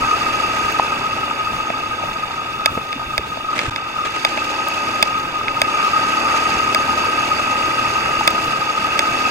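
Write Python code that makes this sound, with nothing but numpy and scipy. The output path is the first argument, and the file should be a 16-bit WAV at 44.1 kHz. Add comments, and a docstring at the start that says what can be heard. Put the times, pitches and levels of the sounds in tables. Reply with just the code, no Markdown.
"""A single-cylinder dirt bike rolls down a rough trail, mostly on a light throttle.
Its exhaust putters low. Piston, valves and chain clatter in step with the engine and set hard
parts ringing, and the gears whine as they pull. Bumps thud through the bike and knock on the case
of a camera worn by the rider. Tyres crunch on dirt, dry brush scrapes past, and wind buffets
the two microphones."""
import sys
import numpy as np
from scipy import signal
from scipy.fft import rfft, irfft, next_fast_len
from scipy.io import wavfile
from scipy.ndimage import uniform_filter1d

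SR = 44100
rng = np.random.default_rng(int(sys.argv[2]) if len(sys.argv) > 2 else 0)


def int16_out(signal):
    """Quantize to a 16-bit WAV file."""
    q = np.round(np.clip(np.atleast_2d(signal).T, -1, 1) * 32767)
    wavfile.write(sys.argv[1], SR, q.astype(np.int16))


N = 410130
TIME = np.arange(N) / SR
SIZE = next_fast_len(N + SR // 4)   # spare room for rings to die away
FREQ = np.maximum(np.arange(SIZE // 2 + 1) * SR / SIZE, 1)

# how fast the engine runs: (time [s], firing rate [Hz])
ENGINE_SPEED = [(0.0, 35.6), (0.2, 36.8), (0.7, 35.7), (1.1, 32.0), (1.6, 30.4), (1.85, 28.3), (2.15, 27.8),
                (2.8, 24.4), (3.5, 23.0), (4.2, 27.2), (4.4, 29.3), (4.97, 32.8), (5.25, 29.1), (5.6, 31.4),
                (5.75, 35.3), (6.1, 36.2), (6.5, 40.2), (6.62, 36.5), (7.0, 38.1), (7.9, 37.3), (8.4, 36.2),
                (8.7, 34.2), (8.9, 36.7), (9.3, 37.8)]
# the rider coasts, pulls, eases off and pulls again: (time [s], throttle [0-1])
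THROTTLE_OPENING = [(0.0, 0.45), (.7, .6), (1.05, 0.24), (2.4, 0.23), (3.45, 0.4), (3.92, 0.22), (4.2, 1),
                    (4.65, 0.79), (5.0, 0.62), (5.45, 0.04), (5.8, 0.73), (6.45, 0.68), (7.0, 0.5),
                    (8.3, 0.58), (8.6, 0.42), (9.3, .7)]
# the silencer's tone colour: (frequency [Hz], relative level [dB])
EXHAUST_COLOUR = [(35, -26), (72, -19.5), (110, -21), (145, -21), (180, -24), (225, -15.5), (262, -12),
                  (300, -14.5), (340, -15), (400, -20.5), (560, -23), (700, -28)]
# A mode is a pitch at which a part likes to ring. The engine's modes, from low to high: (pitch [Hz],
# width [Hz], relative level [dB], left over right [dB], left lead [rad], place of the blow [cycles])
ENGINE_DRONE = [(231, 165, -8, 0, 0.11, .1), (360, 96, -8.5, 3.5, 0.31, .2), (443, 140, -5.5, 2.5, -2, .4),
                (557, 120, -6.5, -5, 0.88, 0), (678, 326, -1.5, 0.5, -0.89, .45),
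                (882.6, 110, 1.0, 3, -0.4, .4)]
ENGINE_RING = [(1251, 42, 0, 2.5, -1.4, .45)]
ENGINE_CLATTER = [(1571, 87, -3, -14, -3.5, 0.0838), (1945, 350, -6, -13.5, 0.4, .4),
                  (2343, 264, -2.5, -9.5, 1.5, 0.18), (2598, 72, 1, -0.5, -0.8, .55),
                  (2783, 112, -1.5, 8.5, -2.5, .2), (3470, 260, -8.5, -5.5, -2.5, 0.31)]
ENGINE_TICKS = [(4698, 180, -0.5, -22, -3.5, 0.79), (5020, 160, 1.5, 4, 4, 0.25),
                (5497, 140, -3, 5, 0.5, .4), (6450, 270, 2, -1, -0.1, 0.87), (7240, 640, -7, -17, -2, .3),
                (8630, 570, -4.5, 6.5, 2, 0.74), (11220, 410, -5.5, 1.5, 2, 0.15)]
# the engine's ring flares up: (middle [s], length [s], rise [dB])
FLARES = [(.1, 0.11, 4.5), (2.68, 0.15, 5.5), (3.51, 0.081, 10), (4.03, 0.11, 6), (5.14, 0.088, 5),
          (5.9, 0.36, 4.5), (6.3, 0.091, 4.5), (6.72, 0.18, 2.5)]
# the gears whine while they pull: (time [s], level [dB])
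GEAR_LEVEL = [(3.9, -60), (4.2, -38.5), (4.6, -35.5), (5.0, -39), (5.3, -48), (5.8, -47), (6.5, -44),
              (7.0, -50), (9.3, -52)]
# the whine's tones: (pitch [times the firing rate], relative level [dB])
GEAR_TONES = [(10, 0), (18, -10)]
# hits on the camera case: (time [s], strength [dB], centre pitch [Hz], spread [octaves])
CASE_HITS = [(.722, -20, 13000, 0.64), (1.702, -10.5, 760, 1.3), (2.036, -14, 650, 0.47),
             (2.659, -0.5, 2900, 1.83), (2.7758, -11, 900, 0.87), (2.9282, -16.5, 1960, 1.35),
             (3.179, -5.5, 2460, 1.37), (3.372, -14.5, 650, 1.05), (3.5907, -9.5, 2690, 1.1),
             (3.7608, -9.5, 2670, 0.92), (4.249, -3, 2400, 1.5), (4.3748, -11.5, 1100, 1.3),
             (4.685, -17, 13000, 1), (5.0264, 0.5, 3040, 1.95), (5.188, -26, 13000, 1),
             (5.482, -8.5, 2000, 0.72), (5.617, -1.5, 2570, 1.67), (6.747, -5, 2600, 1.7),
             (8.276, 0, 2600, 2), (8.306, -20, 12000, .8), (8.992, -4, 2800, 1.6)]
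# the case's modes: (pitch [Hz], width [Hz], relative level [dB], left over right [dB], left lead [rad])
CASE_RINGS = [(245, 270, -4.5, -1, 0.5), (627, 183, -4, 5.5, 1.5), (860, 166, -13.5, -16, 2.5),
              (1240, 81, -22, -17, -9.5), (1694, 250, -11.5, -11.5, 0.5), (2170, 480, 1.5, -3.5, 1.1),
              (2580, 170, -18.5, 21, -5), (3540, 220, -4, -1, -2.5), (4840, 410, -2.5, 5.5, -1.2),
              (6540, 800, -9, -5, 1), (7930, 640, -8, -7, 2), (11600, 770, -11, 0, 1),
              (14900, 3000, -1, 6, 1)]
# dull thuds and hollow knocks: (time [s], peak level [dB], pitch [Hz], width [Hz])
JOLTS = [(.01, -30, 31.8, 25.2), (0.028, -14.5, 650, 400), (0.7971, 2.5, 895, 423), (1.575, -37, 35, 25),
         (1.702, -12.5, 627, 260), (2.7729, -18, 220, 150), (2.775, -18.5, 480, 112), (2.959, -23, 250, 80),
         (3.065, -29, 60, 50), (3.187, -22.5, 70, 70), (3.194, -21.5, 417, 200), (3.67, -28, 37.8, 25),
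         (3.68, -18.5, 110, 50), (5.48, -34, 35, 25), (6.56, -28, 65, 40)]
# the engine's ringing part is jarred: (time [s], peak level [dB])
RING_JOLTS = [(.13, -13.5), (1.47, -12.5), (2.689, -21), (3.136, -20), (3.499, -21), (5.411, -12)]
# the sound cuts out for an instant at a heavy jolt: (time [s], half length [s])
DROPOUT = (3.703, .005)
# tyres on dirt: (frequency [Hz], relative level [dB])
TYRE_COLOUR = [(200, -2), (600, 4), (1100, -29), (2500, 1.5), (4000, 1.5), (7000, -6), (10000, -20),
               (13000, -15.5), (16000, -26)]
# brush touches the bike: (middle [s], length [s], level [dB])
SCRAPES = [(3.62, 0.18, -28.5), (4.06, 0.019, -22), (4.163, 0.027, -29)]
# the brush's tone colour: (frequency [Hz], relative level [dB])
SCRAPE_COLOUR = [(120, -9), (300, 13.5), (600, 7.5), (1200, 6.5), (2400, 8), (5000, -6.5), (8000, -9.5),
                 (15000, -37)]
# the wind's rumble: (frequency [Hz], relative level [dB])
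WIND_COLOUR = [(12, -3), (25, -11), (45, -6), (70, -3.5), (115, 2.5), (170, -5.5), (260, -4.5),
               (600, -34.5)]
# steady wind: (time [s], level [dB])
STEADY_WIND = [(0.0, -37.5), (1.1, -41), (2.4, -43.5), (3.3, -40), (4.1, -46), (4.75, -46), (5.1, -40.5),
               (6.2, -45), (7.0, -40), (8.7, -40.5), (9.3, -37)]
# gusts on top of it: (middle [s], length [s], rise [dB])
WIND_GUSTS = [(.06, .2, 3), (1.55, .15, 3), (2.1, .14, 5), (2.74, 0.13, 5.5), (3.2, 0.18, 3.5),
              (6.58, 0.15, 6), (7.85, .1, 4), (8.48, 0.091, 6), (9.12, .1, 5)]
# the hollow behind the microphones: (pitch [Hz], width [Hz], level [dB], left lead [rad])
AIR_HOLLOW = (3560, 220, -50.5, -2.6)


def engine():
    """Exhaust, rattling parts and gears all keep step with the turning crank."""
    firing_hz, = in_time(ENGINE_SPEED)
    cycle = np.cumsum(firing_hz) / SR + .007 * drift(20)   # cycles so far, slightly unsteady
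    note = exhaust(cycle, firing_hz, waver_db=3)
    drone = rattle(ENGINE_DRONE, cycle, decay_cycles=0.21, second_db=-1.0, grind_db=-3.5,
                   uneven_db=4.5, widen=3.05, tap_db=-17.5)
    ring = rattle(ENGINE_RING, cycle, decay_cycles=0.43, second_db=-6, grind_db=-7.5,
                  uneven_db=2.5, widen=3.5, tap_db=-12.5)
    ring = from_db(swells(FLARES)) * steadied(ring, span_s=0.14)
    clatter = rattle(ENGINE_CLATTER, cycle, decay_cycles=0.19, second_db=-3.5, grind_db=-1.0,
                     uneven_db=3, widen=4.5, tap_db=-12.5)
    ticks = rattle(ENGINE_TICKS, cycle, decay_cycles=0.26, second_db=-4.5, grind_db=-3,
                   uneven_db=4.0, widen=3.1, tap_db=-33)
    return (note * effort(cruise_db=-30.0, doubling_db=15.5, throttle_db=3.5)
            + drone * effort(cruise_db=-28.5, doubling_db=11.5, throttle_db=1.0)
            + ring * effort(cruise_db=-23.0, doubling_db=12.5, throttle_db=-0.2)
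            + clatter * effort(cruise_db=-27.5, doubling_db=11.5, throttle_db=3.5)
            + ticks * effort(cruise_db=-38.1, doubling_db=13.5, throttle_db=6.5)
            + gears(cycle, waver_db=2.0))


def exhaust(cycle, firing_hz, waver_db, count=18):
    """Firings make tones at whole multiples of their rate; the silencer favours some of them."""
    out = 0
    for k in range(1, count + 1):
        level = from_db(at_hz(EXHAUST_COLOUR, k * firing_hz) + waver_db * drift(9))
        out = out + level * np.sin(2 * np.pi * (k * cycle + rng.random()))
    return np.sqrt(2) * out


def rattle(modes, cycle, decay_cycles, second_db, grind_db, uneven_db, widen, tap_db):
    """Parts are struck on both crank turns of each cycle, over the steady grind of gears and chain."""
    out = 0
    for hz, width_hz, db, pan_db, lead, place in modes:
        first = blows(cycle, place, decay_cycles, uneven_db)
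        second = blows(cycle, place + .5, decay_cycles, uneven_db)
        force = first + from_db(second_db) * second
        grit = rms_one((force + from_db(grind_db)) * rng.standard_normal(N))
        count = np.floor(cycle - place)
        tap = rms_one(force * np.diff(count, prepend=count[0]))   # one clean tap per cycle
        shape = resonance(hz, width_hz) * resonance(hz, width_hz * widen) / np.sqrt(width_hz)
        out = out + rfft(grit + from_db(tap_db) * tap, SIZE) * shape * from_db(db) * ports(pan_db, lead)
    return rms_one(to_sound(out))


def blows(cycle, place, decay_cycles, uneven_db):
    """One blow per engine cycle: sudden, dying away, each with its own strength."""
    count = np.maximum(cycle - place + 2, 0)
    strength = from_db(uneven_db * rng.standard_normal(1024))
    return strength[count.astype(int)] * np.exp(-(count % 1) / decay_cycles)


def effort(cruise_db, doubling_db, throttle_db, cruise_hz=36):
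    """A gain that follows revs and throttle; it is cruise_db at cruising speed and half throttle."""
    doublings = np.log2(in_time(ENGINE_SPEED)[0] / cruise_hz)
    extra_throttle = in_time(THROTTLE_OPENING)[0] - .5
    return from_db(cruise_db + doubling_db * doublings + throttle_db * extra_throttle)


def gears(cycle, waver_db):
    """Meshing teeth sing at set multiples of the engine speed."""
    tones = sum(from_db(db + waver_db * drift(10)) * np.sin(2 * np.pi * k * cycle)
                for k, db in GEAR_TONES)
    return np.sqrt(2) * from_db(in_time(GEAR_LEVEL)[0]) * tones


def knocks(scatter_db, chatter_db, chatter_s):
    """A snap and a short chatter ring the case; wide modes answer first, narrow ones swell after."""
    start_s, db, centre_hz, spread = np.transpose(CASE_HITS)
    samples = np.round(start_s * SR).astype(int)[:, None] + np.arange(512)
    age = np.arange(samples.shape[1]) / SR
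    contact = from_db(chatter_db) * rng.standard_normal(samples.shape) * np.exp(-age / chatter_s)
    contact[:, 0] = 1   # the snap
    out = 0
    for hz, width_hz, mode_db, pan_db, lead in CASE_RINGS:
        nearness = np.exp(-.5 * (np.log2(hz / centre_hz) / spread) ** 2)
        strength = nearness * from_db(db + mode_db + scatter_db * rng.standard_normal(len(start_s)))
        force = np.zeros(SIZE)
        force[samples] = contact * strength[:, None]
        height = np.e * SR / (2 * np.pi * width_hz)   # a snap of 1 rings up to 1
        out = out + rfft(force) * height * resonance(hz, width_hz) ** 2 * ports(pan_db, lead)
    return to_sound(out)


def thuds():
    """Bumps thud through the bike or make the engine's ringing part ping."""
    ring_hz = ENGINE_RING[0][0]
    pings = sum(swing(s, db, ring_hz, width_hz=100) for s, db in RING_JOLTS)
    return sum(swing(*jolt) for jolt in JOLTS) + pings


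def swing(start_s, db, hz, width_hz):
    """A jolted part's shaking swells and dies; more width makes it shorter."""
    age = np.maximum(TIME - start_s, 0)
    swell = np.pi * width_hz * age
    return from_db(db) * swell * np.exp(1 - np.minimum(swell, 60)) * np.sin(2 * np.pi * hz * age)


def tyres():
    """Tyres crunch over dirt, harder with speed and throttle."""
    crunch = effort(cruise_db=-39.5, doubling_db=11.5, throttle_db=6.5) * from_db(3.45 * drift(90))
    return crunch * coloured(TYRE_COLOUR, apart_hz=523)


def brush(rise_share=0.49, fall_s=0.03):
    """Dry brush scrapes along the bike: each scratch builds up, then stops quickly."""
    level = 0
    for middle_s, length_s, db in SCRAPES:
        rise = np.clip(.5 + (TIME - middle_s + length_s / 2) / (rise_share * length_s), 0, 1)
        fall = np.clip(.5 + (middle_s + length_s / 2 - TIME) / fall_s, 0, 1)
        level = level + from_db(db) * rise * fall
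    return level * from_db(4.4 * drift(250)) * coloured(SCRAPE_COLOUR, apart_hz=900)


def wind():
    """Lumpy air rumbles on the microphones and faintly rings the hollow behind them."""
    level = from_db(in_time(STEADY_WIND)[0] + swells(WIND_GUSTS) + 2.6 * drift(20))
    hz, width_hz, db, lead = AIR_HOLLOW
    air = to_sound(rfft(rng.standard_normal(SIZE)) * resonance(hz, width_hz) ** 2 * ports(0, lead))
    return level * coloured(WIND_COLOUR, apart_hz=785) + from_db(db) * rms_one(air)


def resonance(hz, width_hz):
    """How one mode answers each frequency: most strongly at its own pitch."""
    return 1 / (1 + 1j * (FREQ ** 2 - hz ** 2) / (FREQ * width_hz))


def ports(pan_db, lead):
    """A mode reaches the two microphone openings with different strength and timing."""
    side = np.array([[.5], [-.5]])
    return from_db(side * pan_db) * np.exp(1j * side * lead)


def coloured(colour, apart_hz):
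    """Stereo noise of a given tone colour, alike on both sides below apart_hz."""
    mid, side = rfft(rng.standard_normal((2, SIZE)))
    side = side * FREQ / np.hypot(FREQ, apart_hz) * [[1], [-1]]
    return rms_one(to_sound((mid + side) * from_db(at_hz(colour, FREQ))))


def steadied(x, span_s):
    """Even out a ring's slow swells; its quick flutter stays."""
    power = uniform_filter1d(x.mean(axis=0) ** 2, int(span_s * SR))
    return x / np.sqrt(power + 1e-6)


def swells(rows):
    """Rounded rises in dB, one for each row."""
    return sum(db * np.exp(-(2 * (TIME - s) / length) ** 2) for s, length, db in rows)


def drift(rate):
    """Wander to a new random value `rate` times a second."""
    return np.interp(TIME * rate, np.arange(4096), rng.standard_normal(4096))


def in_time(rows):
    """Read a table's columns at every sample."""
    times, *columns = np.transpose(rows)
    return [np.interp(TIME, times, column) for column in columns]


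def at_hz(colour, hz):
    """Read a tone colour's level at any frequency."""
    points_hz, db = np.transpose(colour)
    return np.interp(np.log(hz), np.log(points_hz), db)


def to_sound(spectrum):
    """Turn frequencies back into stereo samples."""
    return irfft(spectrum, SIZE)[:, :N]


def rms_one(x):
    """Scale so the average of the channels has a typical size (rms) of 1."""
    return x / np.sqrt(np.mean(np.atleast_2d(x).mean(axis=0) ** 2) + 1e-20)


def from_db(db):
    """Decibels to gain."""
    return 10 ** (np.asarray(db) / 20)


def scene():
    """Bike, bumps, ground and wind together, with one tiny gap."""
    clacks = knocks(scatter_db=1.0, chatter_db=-28, chatter_s=.0018)
    gap_s, half_length_s = DROPOUT
    gap = 1 - np.exp(-((TIME - gap_s) / half_length_s) ** 4)
    return gap * (engine() + tyres() + brush() + wind() + thuds() + clacks)


def record(dry, cutoff_hz=16000):
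    """The loudest peaks are squashed, and the highest treble is cut."""
    squashed = dry / (1 + dry ** 8) ** (1 / 8)
    return signal.sosfilt(signal.ellip(10, .1, 80, cutoff_hz, fs=SR, output="sos"), squashed)


dry = scene()
out = record(dry)
int16_out(out)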